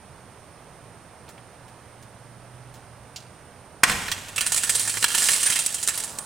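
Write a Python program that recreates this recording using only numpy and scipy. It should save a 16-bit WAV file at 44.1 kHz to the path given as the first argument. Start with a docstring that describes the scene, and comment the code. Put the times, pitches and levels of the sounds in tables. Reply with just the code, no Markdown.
"""Distant traffic and an engine hum fill a yard. A man walks up to a tempered glass door in a
sheet-metal wall and, at 3.2 s, presses a punch against the pane. At 3.8 s the pane bursts with a
bang that overloads the microphone; the door booms and the cracked glass crackles. Then slabs of
glass crumbs let go and shower onto the concrete, clacking and tinkling. Near 6 s his sole slides
as he steps away."""
import sys
import numpy as np
from scipy import signal
from scipy.fft import rfft, irfft
from scipy.io import wavfile

SR = 44100
rng = np.random.default_rng(int(sys.argv[2]) if len(sys.argv) > 2 else 0)


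def master_out(mix):
    """Clip the mix to full scale and print it as 16-bit PCM to the path in sys.argv[1]."""
    frames = np.transpose(np.atleast_2d(mix))
    ceiling = np.clip(frames, -1, 1)
    pcm = np.round(ceiling * 32767).astype(np.int16)
    wavfile.write(sys.argv[1], SR, pcm)


N = 275625
TIME = np.arange(N) / SR
CUTOFF_HZ = 16700


def from_db(db):
    """Turn decibels (dB) into a number to multiply by."""
    return 10 ** (np.asarray(db) / 20)


def gains(rows):
    """Join rows of a time and levels in dB into loudness curves, silent before the first row."""
    times, *columns = np.transpose(rows)
    return [from_db(np.interp(TIME, times, db)) * (TIME >= times[0]) for db in columns]


def drift(turns_per_s):
    """A slow random wobble, about 1 in size."""
    points = rng.standard_normal(4000)
    return np.interp(TIME * turns_per_s, np.arange(len(points)), points) / np.sqrt(2 / 3)


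def colour(x, spectrum, size=4096):
    """Make some pitches stronger and others weaker; white noise keeps its power."""
    hz, level_db = np.transpose(spectrum)
    bins = np.maximum(np.arange(size // 2 + 1) * SR / size, 1)
    curve = from_db(np.interp(np.log(bins), np.log(hz), level_db))
    # build the filter so that nothing sounds ahead of a click
    cepstrum = irfft(np.log(curve))
    cepstrum[1:size // 2] *= 2
    cepstrum[size // 2 + 1:] = 0
    pulse = irfft(np.exp(rfft(cepstrum)))
    return signal.oaconvolve(x, pulse / np.linalg.norm(pulse))[:N]


def ring(clicks, hz, ring_s):
    """Each click starts a tone of its own height; the ring time is how long it takes to fade 60 dB."""
    fade, turn = from_db(-60 / (ring_s * SR)), 2 * np.pi * hz / SR
    return signal.lfilter([0, np.sin(turn)], [1, -2 * fade * np.cos(turn), fade * fade], clicks + 1e-18)


def strike_tones(clicks, tones, wander_db=0):
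    """Each click strikes each tone with a random strength; wander shifts which tones are favoured."""
    out = 0
    for hz, db, ring_s in tones:
        strength = rng.standard_normal(N) * from_db(db + wander_db * np.minimum(drift(35), 1.5))
        keep_energy = np.sqrt(4 * np.log(1000) / (ring_s * SR))
        out = out + ring(clicks * strength, hz, ring_s) * keep_energy
    return out


def grains(per_s, spread_db):
    """Random clicks of uneven size, with an average power of 1."""
    sizes = from_db(spread_db * np.minimum(rng.exponential(1, N), 3))
    clicks = sizes * rng.choice([-1, 1], N) * (rng.random(N) < per_s / SR)
    return clicks / np.sqrt(np.mean(clicks ** 2) + 1e-20)


def flurries(rows, rise_s=0.00029):
    """A loudness curve of events that swell in a moment and die away; their powers add."""
    power = np.zeros(N)
    for start, db, fade_s in rows:
        at = round(start * SR)
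        age = TIME[:min(SR // 4, N - at)]
        shape = (1 - np.exp(-age / rise_s)) * np.exp(-age / fade_s)
        power[at:at + len(age)] += (from_db(db) * shape) ** 2
    return np.sqrt(power)


def pings(rows):
    """Pure tones that start at once and die away."""
    out = np.zeros(N)
    for start, hz, db, ring_s in rows:
        at = round(start * SR)
        age = TIME[:min(int(ring_s * SR), N - at)]
        out[at:at + len(age)] += from_db(db - 60 * age / ring_s) * np.sin(2 * np.pi * hz * age)
    return out


def stereo_noise(spectrum, side_db):
    """Steady noise: a shared part, plus a side part added on the left and taken away on the right."""
    shared, side = (colour(rng.standard_normal(N), spectrum) for _ in range(2))
    return shared + from_db(side_db) * side * [[1], [-1]]


# Tone colours of the traffic and the hiss. Each row: pitch in Hz, relative level in dB.
TRAFFIC_COLOUR = [(20, -16), (40, -13.5), (60, -4), (100, -2.5), (170, -4.5), (250, -9), (350, -10.5),
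                  (520, -8), (850, -9.5), (1400, -14), (2500, -21), (4500, -29.5), (7000, -32.5),
                  (16000, -64)]
HISS_COLOUR = [(2000, -19), (5500, -2.5), (7700, -9), (8700, 9), (9400, 6), (11300, -16), (13000, -8),
               (16000, -22)]
# A distant engine changing gear. Each row: time in seconds, pitch in Hz, level in dB.
ENGINE_NOTE = [(0, 123.9, -57), (1.9, 117.4, -54), (2.55, 120.9, -47.5), (3.85, 123.1, -55),
               (4.05, 92, -43.5), (4.5, 93.1, -53.5), (5.02, 107.7, -45.5), (5.2, 110, -68)]
def background():
    """Far traffic rumbles, an engine note wavers and the microphone hisses."""
    times, hz, db = np.transpose(ENGINE_NOTE)
    pitch = np.interp(TIME, times, hz) + 2.54 * drift(6.8)
    loudness = from_db(np.interp(TIME, times, db) + 1.6 * drift(9.8))
    engine = loudness * np.sin(2 * np.pi * np.cumsum(pitch) / SR)
    traffic = from_db(-48.5) * stereo_noise(TRAFFIC_COLOUR, side_db=-15)
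    hiss = from_db(-60.5) * stereo_noise(HISS_COLOUR, side_db=1.5)
    return traffic + engine + hiss


def dying_noise(fade_s, channels):
    """A second of fading noise, like many tiny echoes blurred together."""
    age = TIME[:SR]
    noise = rng.standard_normal((channels, SR)) * np.exp(-age / fade_s) * (age > .002)
    return noise / np.linalg.norm(noise, axis=-1, keepdims=True)


# The echo off the building opposite. Each row: delay in seconds, level in dB.
BUILDING_ECHOES = [(0.062, -19)]
def yard(x, tail_db, tail_ring_s, treble_cut_hz, scatter_db, scatter_s):
    """Add an open-air tail, scatter off the ribbed wall that differs at each ear, and an echo."""
    fade_s = tail_ring_s / np.log(1000)
    tail = dying_noise(fade_s, channels=1) + dying_noise(fade_s, channels=2)
    tail = signal.sosfilt(signal.butter(1, treble_cut_hz, fs=SR, output="sos"), tail)
    response = from_db(tail_db) * tail + from_db(scatter_db) * dying_noise(scatter_s, channels=2)
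    response[:, 0] += 1  # the direct sound
    for delay, db in BUILDING_ECHOES:
        response[:, round(delay * SR)] += from_db(db)
    return signal.oaconvolve(x, response, axes=-1)[:, :N]


# Shoes scuff grit, heel and sole land, and the punch touches the glass.
# Each row: start in seconds, level in dB, fade time in seconds.
SHOE_SCUFFS = [(1.289, -43, 0.016), (1.68, -53, 0.017), (2.025, -46.5, .01), (2.74, -47, 0.027)]
SHOE_LANDINGS = [(1.28, -42, 0.0091), (1.379, -43, 0.007)]
PUNCH_TOUCHES = [(3.1603, -32, 0.0095), (3.1635, -35.5, 0.015), (3.202, -45, 0.0084)]
# A sole slides on the concrete. Each row: time in seconds, level in dB.
SOLE_SLIDE = [(5.95, -49.5), (6.08, -47), (6.14, -45), (6.2, -44), (6.25, -46)]
# Tone colours of those four sounds. Each row: pitch in Hz, relative level in dB.
SCUFF_COLOUR = [(200, -2), (1200, 3), (2500, 1), (9000, 0), (11000, -6), (16000, -10)]
STEP_COLOUR = [(150, -8), (900, 3), (3500, -5), (6000, -18), (16000, -35)]
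PUNCH_COLOUR = [(500, -29), (1900, -18), (2800, -4), (4000, -3), (7000, -5.5), (9000, -16), (16000, -27)]
SLIDE_COLOUR = [(100, -8), (400, -6), (900, -0.5), (1300, -2.5), (2000, -16), (8000, -23)]
def man():
    """His shoes crunch on grit, his punch scratches the pane, and a sole slides as he steps away."""
    grit = grains(per_s=5000, spread_db=2)
    scuffs = colour(flurries(SHOE_SCUFFS) * grit, SCUFF_COLOUR)
    step = colour(flurries(SHOE_LANDINGS) * grit, STEP_COLOUR)
    punch = colour(flurries(PUNCH_TOUCHES) * grains(per_s=14000, spread_db=1.5), PUNCH_COLOUR)
    slide = colour(gains(SOLE_SLIDE)[0] * rng.standard_normal(N), SLIDE_COLOUR)
    return scuffs + step + punch + slide


# The door swings in its frame. Each row: start in seconds, level in dB.
FRAME_KNOCKS = [(3.834, -22.5), (3.896, 1.5)]
# Tones of the door and wall. Each row: pitch in Hz, level in dB, ring time in seconds.
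DOOR_TONES = [(55.8, -38.5, 1), (91, -38, 0.8), (116.5, -41, 0.85), (164.7, -44.5, 0.58), (209, -38, 0.3),
              (483, -44, 0.38)]
def door():
    """The stress let out of the glass shakes the frame and the wall sheets, which boom."""
    knocks = np.zeros(N)
    for start, db in FRAME_KNOCKS:
        knocks[round(start * SR)] = from_db(db)
    return sum(from_db(db) * ring(knocks, hz, ring_s) for hz, db, ring_s in DOOR_TONES)


# Loose crumbs: a first fall from the top of the pane, a lull, then the main fall.
# Each row: time in seconds, level of bright crumbs in dB, level of dull clatter in dB.
CRUMB_FLOW = [(4.36, -48.5, -50.5), (4.42, -34.5, -38), (4.68, -31, -37), (4.79, -28.5, -33.5),
              (5.0, -31, -39.5), (5.1, -30.5, -30.5), (5.24, -21.5, -31), (5.55, -29, -31.5),
              (5.72, -35, -42), (6.03, -34, -41), (6.16, -45, -58)]
BREAK_UP_S = 0.01  # fade time of a crumbling lump or slab
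def shower(lumps_per_s=60, lump_spread_db=3, trickle_db=-4.5):
    """Bright and dull loudness curves of loose glass: an even trickle with small lumps at random."""
    slots = np.arange(CRUMB_FLOW[0][0], N / SR - .05, 1 / lumps_per_s)
    lateness, size = rng.random((1000, 2))[:len(slots)].T
    starts = slots + lateness / lumps_per_s
    levels = lump_spread_db * (2 * size - 1)
    lumps = flurries((start, db, BREAK_UP_S) for start, db in zip(starts, levels))
    return gains(CRUMB_FLOW) * np.hypot(from_db(trickle_db), lumps)


def tinkle(loudness, count, centre_hz, octaves, level_db, ring_s):
    """Pieces ring at random, more often when the fall is loud, each at a pitch set by its size."""
    chance = np.sqrt(loudness)
    at = rng.choice(N, count, p=chance / chance.sum())
    size, force, damping = rng.standard_normal((count, 3)).T
    hz = np.minimum(centre_hz * 2 ** (octaves * size), CUTOFF_HZ)
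    blow_db = np.minimum(20 * np.log10(loudness[at]), -22)  # one piece takes only so much of a blow
    db = blow_db + level_db + 4 * np.minimum(force, 2)
    return pings(zip(at / SR, hz, db, ring_s * 2 ** (.5 * damping)))


# Tone colour of a crumb's tick. Each row: pitch in Hz, relative level in dB.
TICK_COLOUR = [(500, -16.5), (2500, -11.5), (4000, -6.5), (4700, -6), (6500, -3.5), (8000, 1), (9500, -1.5),
               (11300, -10.5), (16000, -21)]
# High ringing tones that colour each tick of falling glass.
# Each row: pitch in Hz, level in dB, ring time in seconds.
HIGH_RING_TONES = [(7380, -15, .04), (7810, -11, .035), (8650, -13, .03), (9110, -7, .05),
                   (9570, -12, .045), (10020, -17, .04), (13000, -24, .025)]
def crumbs(clicks, tick_db):
    """Little glass cubes tick at each contact, and a high ring colours each tick."""
    ticks = from_db(tick_db) * colour(clicks, TICK_COLOUR)
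    return ticks + from_db(-2.5) * strike_tones(clicks, HIGH_RING_TONES, wander_db=4)


# Tone colour of a clack. Each row: pitch in Hz, relative level in dB.
CLACK_COLOUR = [(60, -25.5), (600, -15.5), (1100, -2), (1800, 3), (3500, 0.5), (4500, 0.5), (16000, -10)]
# Tones of a slab hitting the step. Each row: pitch in Hz, level in dB, ring time in seconds.
SLAB_TONES = [(1717, -8.5, 0.01), (2615, -14, 0.019), (2960, -10.5, 0.008), (3200, -16, 0.052),
              (4080, -14, 0.034)]
def clacks(knocks):
    """Bigger pieces land with a dull knock and a short ring."""
    hits = from_db(-3) * colour(knocks, CLACK_COLOUR)
    return hits + from_db(-2.5) * strike_tones(knocks, SLAB_TONES, wander_db=6.5)


# Slabs that snap off or land and break up, and pieces that land whole with one sharp hit.
# Each row: start in seconds, level of the bright part in dB, level of the dull clack in dB.
BREAKING_SLABS = [(3.895, -30, -25), (3.917, -36, -22), (4.081, -45, -25.5), (4.1153, -26.5, -17),
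                  (4.284, -35, -35), (4.36, -21, -29.5), (4.3793, -19.5, -17), (4.4078, -18.5, -16.5),
                  (4.4636, -17, -23), (4.5196, -14, -27.5), (4.561, -16, -30.5), (4.575, -15.5, -23.5),
                  (4.634, -16, -24), (4.6938, -11, -18.5), (4.7507, -12, -29), (4.795, -16, -31),
                  (4.8755, -20, -28), (4.97, -29, -24), (5.026, -19.5, -17.5), (5.148, -16, -19.5),
                  (5.179, -14.5, -19.5), (5.2861, -23.5, -14), (5.3327, -15, -24.5), (5.4305, -15, -29),
                  (5.461, -16, -27), (5.5003, -13, -26), (5.522, -19.5, -21.5), (5.5579, -18.5, -21),
                  (5.589, -14, -25.5), (5.7428, -19.5, -35.5), (5.827, -19.5, -31.5), (5.8849, -13, -25.5),
                  (5.9755, -22, -28.5), (6.036, -25, -37.5)]
WHOLE_PIECES = [(4.545, -10, -28), (5.042, -8, -1), (5.662, -9, -26.5), (5.8748, -9.5, -26),
                (6.003, -17, -37), (6.1862, -15.5, -30.5)]
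# Single shards ring out. Each row: start in seconds, pitch in Hz, level in dB, ring time in seconds.
SHARD_RINGS = [(4.757, 9000, -22, 0.16), (5.464, 9101, -14, 0.078), (5.935, 8498, -50, 0.2),
               (6.205, 9273, -38.5, 0.78)]
def falling_glass(sharp_hit_s=.0028):
    """Each slab clacks and breaks into a flurry of crumbs; loose crumbs rain down in between."""
    hits = [(*row, BREAK_UP_S) for row in BREAKING_SLABS] + [(*row, sharp_hit_s) for row in WHOLE_PIECES]
    bright = flurries((start, db, fade_s) for start, db, _, fade_s in hits)
    dull = flurries((start, db, fade_s) for start, _, db, fade_s in hits)
    loose_bright, loose_dull = shower()
    # hard landings ring more, and tick less, than the trickle
    landings = crumbs(bright * grains(per_s=6000, spread_db=2.5), tick_db=-3)
    trickle = from_db(-1) * crumbs(loose_bright * grains(per_s=3000, spread_db=3.2), tick_db=3)
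    knocks = dull * grains(per_s=7000, spread_db=2) + loose_dull * grains(per_s=2500, spread_db=2.5)
    clatter = clacks(knocks)
    all_bright, all_dull = np.hypot(bright, loose_bright), np.hypot(dull, loose_dull)
    small = tinkle(all_bright, count=300, centre_hz=8600, octaves=.16, level_db=-5.5, ring_s=.06)
    large = tinkle(all_dull, count=300, centre_hz=2900, octaves=.5, level_db=-4, ring_s=.035)
    return landings + trickle + clatter + small + large + pings(SHARD_RINGS)


# The pane lets go. Each row: start in seconds, level in dB, fade time in seconds.
PANE_BURST = [(3.8322, -17, 0.0017), (3.8343, 3, 0.0063)]
# Cracking dies out in a quick rush and a slow settling. Each row: first level in dB, dB lost a second.
CRACKLE_STAGES = [(-27, 117), (-32, 31)]
# Tone colours of the bang and the crackle. Each row: pitch in Hz, relative level in dB.
BANG_COLOUR = [(100, -30.5), (450, -43.5), (950, 4.5), (1600, 5.5), (2600, 5), (3400, -2), (5000, -2),
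               (8800, 0.5), (11000, -9.5), (16000, -32)]
CRACKLE_COLOUR = [(150, -2.5), (550, -6.5), (750, -2), (1800, -5), (2600, -1), (4700, -9), (8000, -5),
                  (11000, -12.5), (16000, -25)]
# Tones of the framed pane. Each row: pitch in Hz, level in dB, ring time in seconds.
PANE_TONES = [(735, -19.5, 0.081), (1040, -12, 0.064), (1583, -2.5, 0.029), (1900, -9, 0.11)]
def bursting_pane():
    """Cracks race across the pane within milliseconds, then thin out to a crackle."""
    bang = flurries(PANE_BURST) * grains(per_s=18000, spread_db=-2.5)
    let_go = PANE_BURST[-1][0]
    age = TIME - let_go
    power = sum(from_db(db - fall * np.abs(age)) ** 2 for db, fall in CRACKLE_STAGES) * (age > 0)
    crackle = np.sqrt(power) * grains(per_s=5500, spread_db=3)
    cracks = from_db(-1) * colour(bang, BANG_COLOUR) + from_db(3) * colour(crackle, CRACKLE_COLOUR)
    # the released stress sets the pane ringing, and so does each later crack
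    kick = pings((let_go, hz, db - .5, ring_s) for hz, db, ring_s in PANE_TONES)
    return cracks + kick + from_db(-7.5) * strike_tones(crackle, PANE_TONES)


def scene():
    """The action at the door echoes round the yard; the right channel is the louder."""
    pane = bursting_pane() * from_db([[-1], [.8]])
    others = (door() + falling_glass() + man()) * from_db([[-3.1], [1.4]])
    near = yard(pane + others, tail_db=-16, tail_ring_s=.8, treble_cut_hz=7000,
                scatter_db=-10, scatter_s=.004)
    return near + background() * from_db([[-3.2], [2.3]])


def limiter(x, threshold_db, attack_s, release_db_per_s):
    """Turn the volume down a few milliseconds after a peak, then let it come back."""
    over_db = np.maximum(20 * np.log10(np.abs(x).max(axis=0) + 1e-9) - threshold_db, 0)
    recovery_db = release_db_per_s * TIME
    held_db = np.maximum.accumulate(over_db + recovery_db) - recovery_db
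    lag = np.exp(-1 / (attack_s * SR))
    return x * from_db(-signal.lfilter([1 - lag], [1, -lag], held_db))


def record(dry):
    """The limiter is too slow for the bang, which overloads; the highest treble is cut."""
    limited = limiter(dry, threshold_db=0.5, attack_s=0.0085, release_db_per_s=225)
    ceiling = .62
    clipped = limited / (1 + (limited / ceiling) ** 4) ** (1 / 4)
    return signal.sosfilt(signal.cheby2(20, 70, CUTOFF_HZ, fs=SR, output="sos"), clipped)


dry = scene()
out = record(dry)
master_out(out)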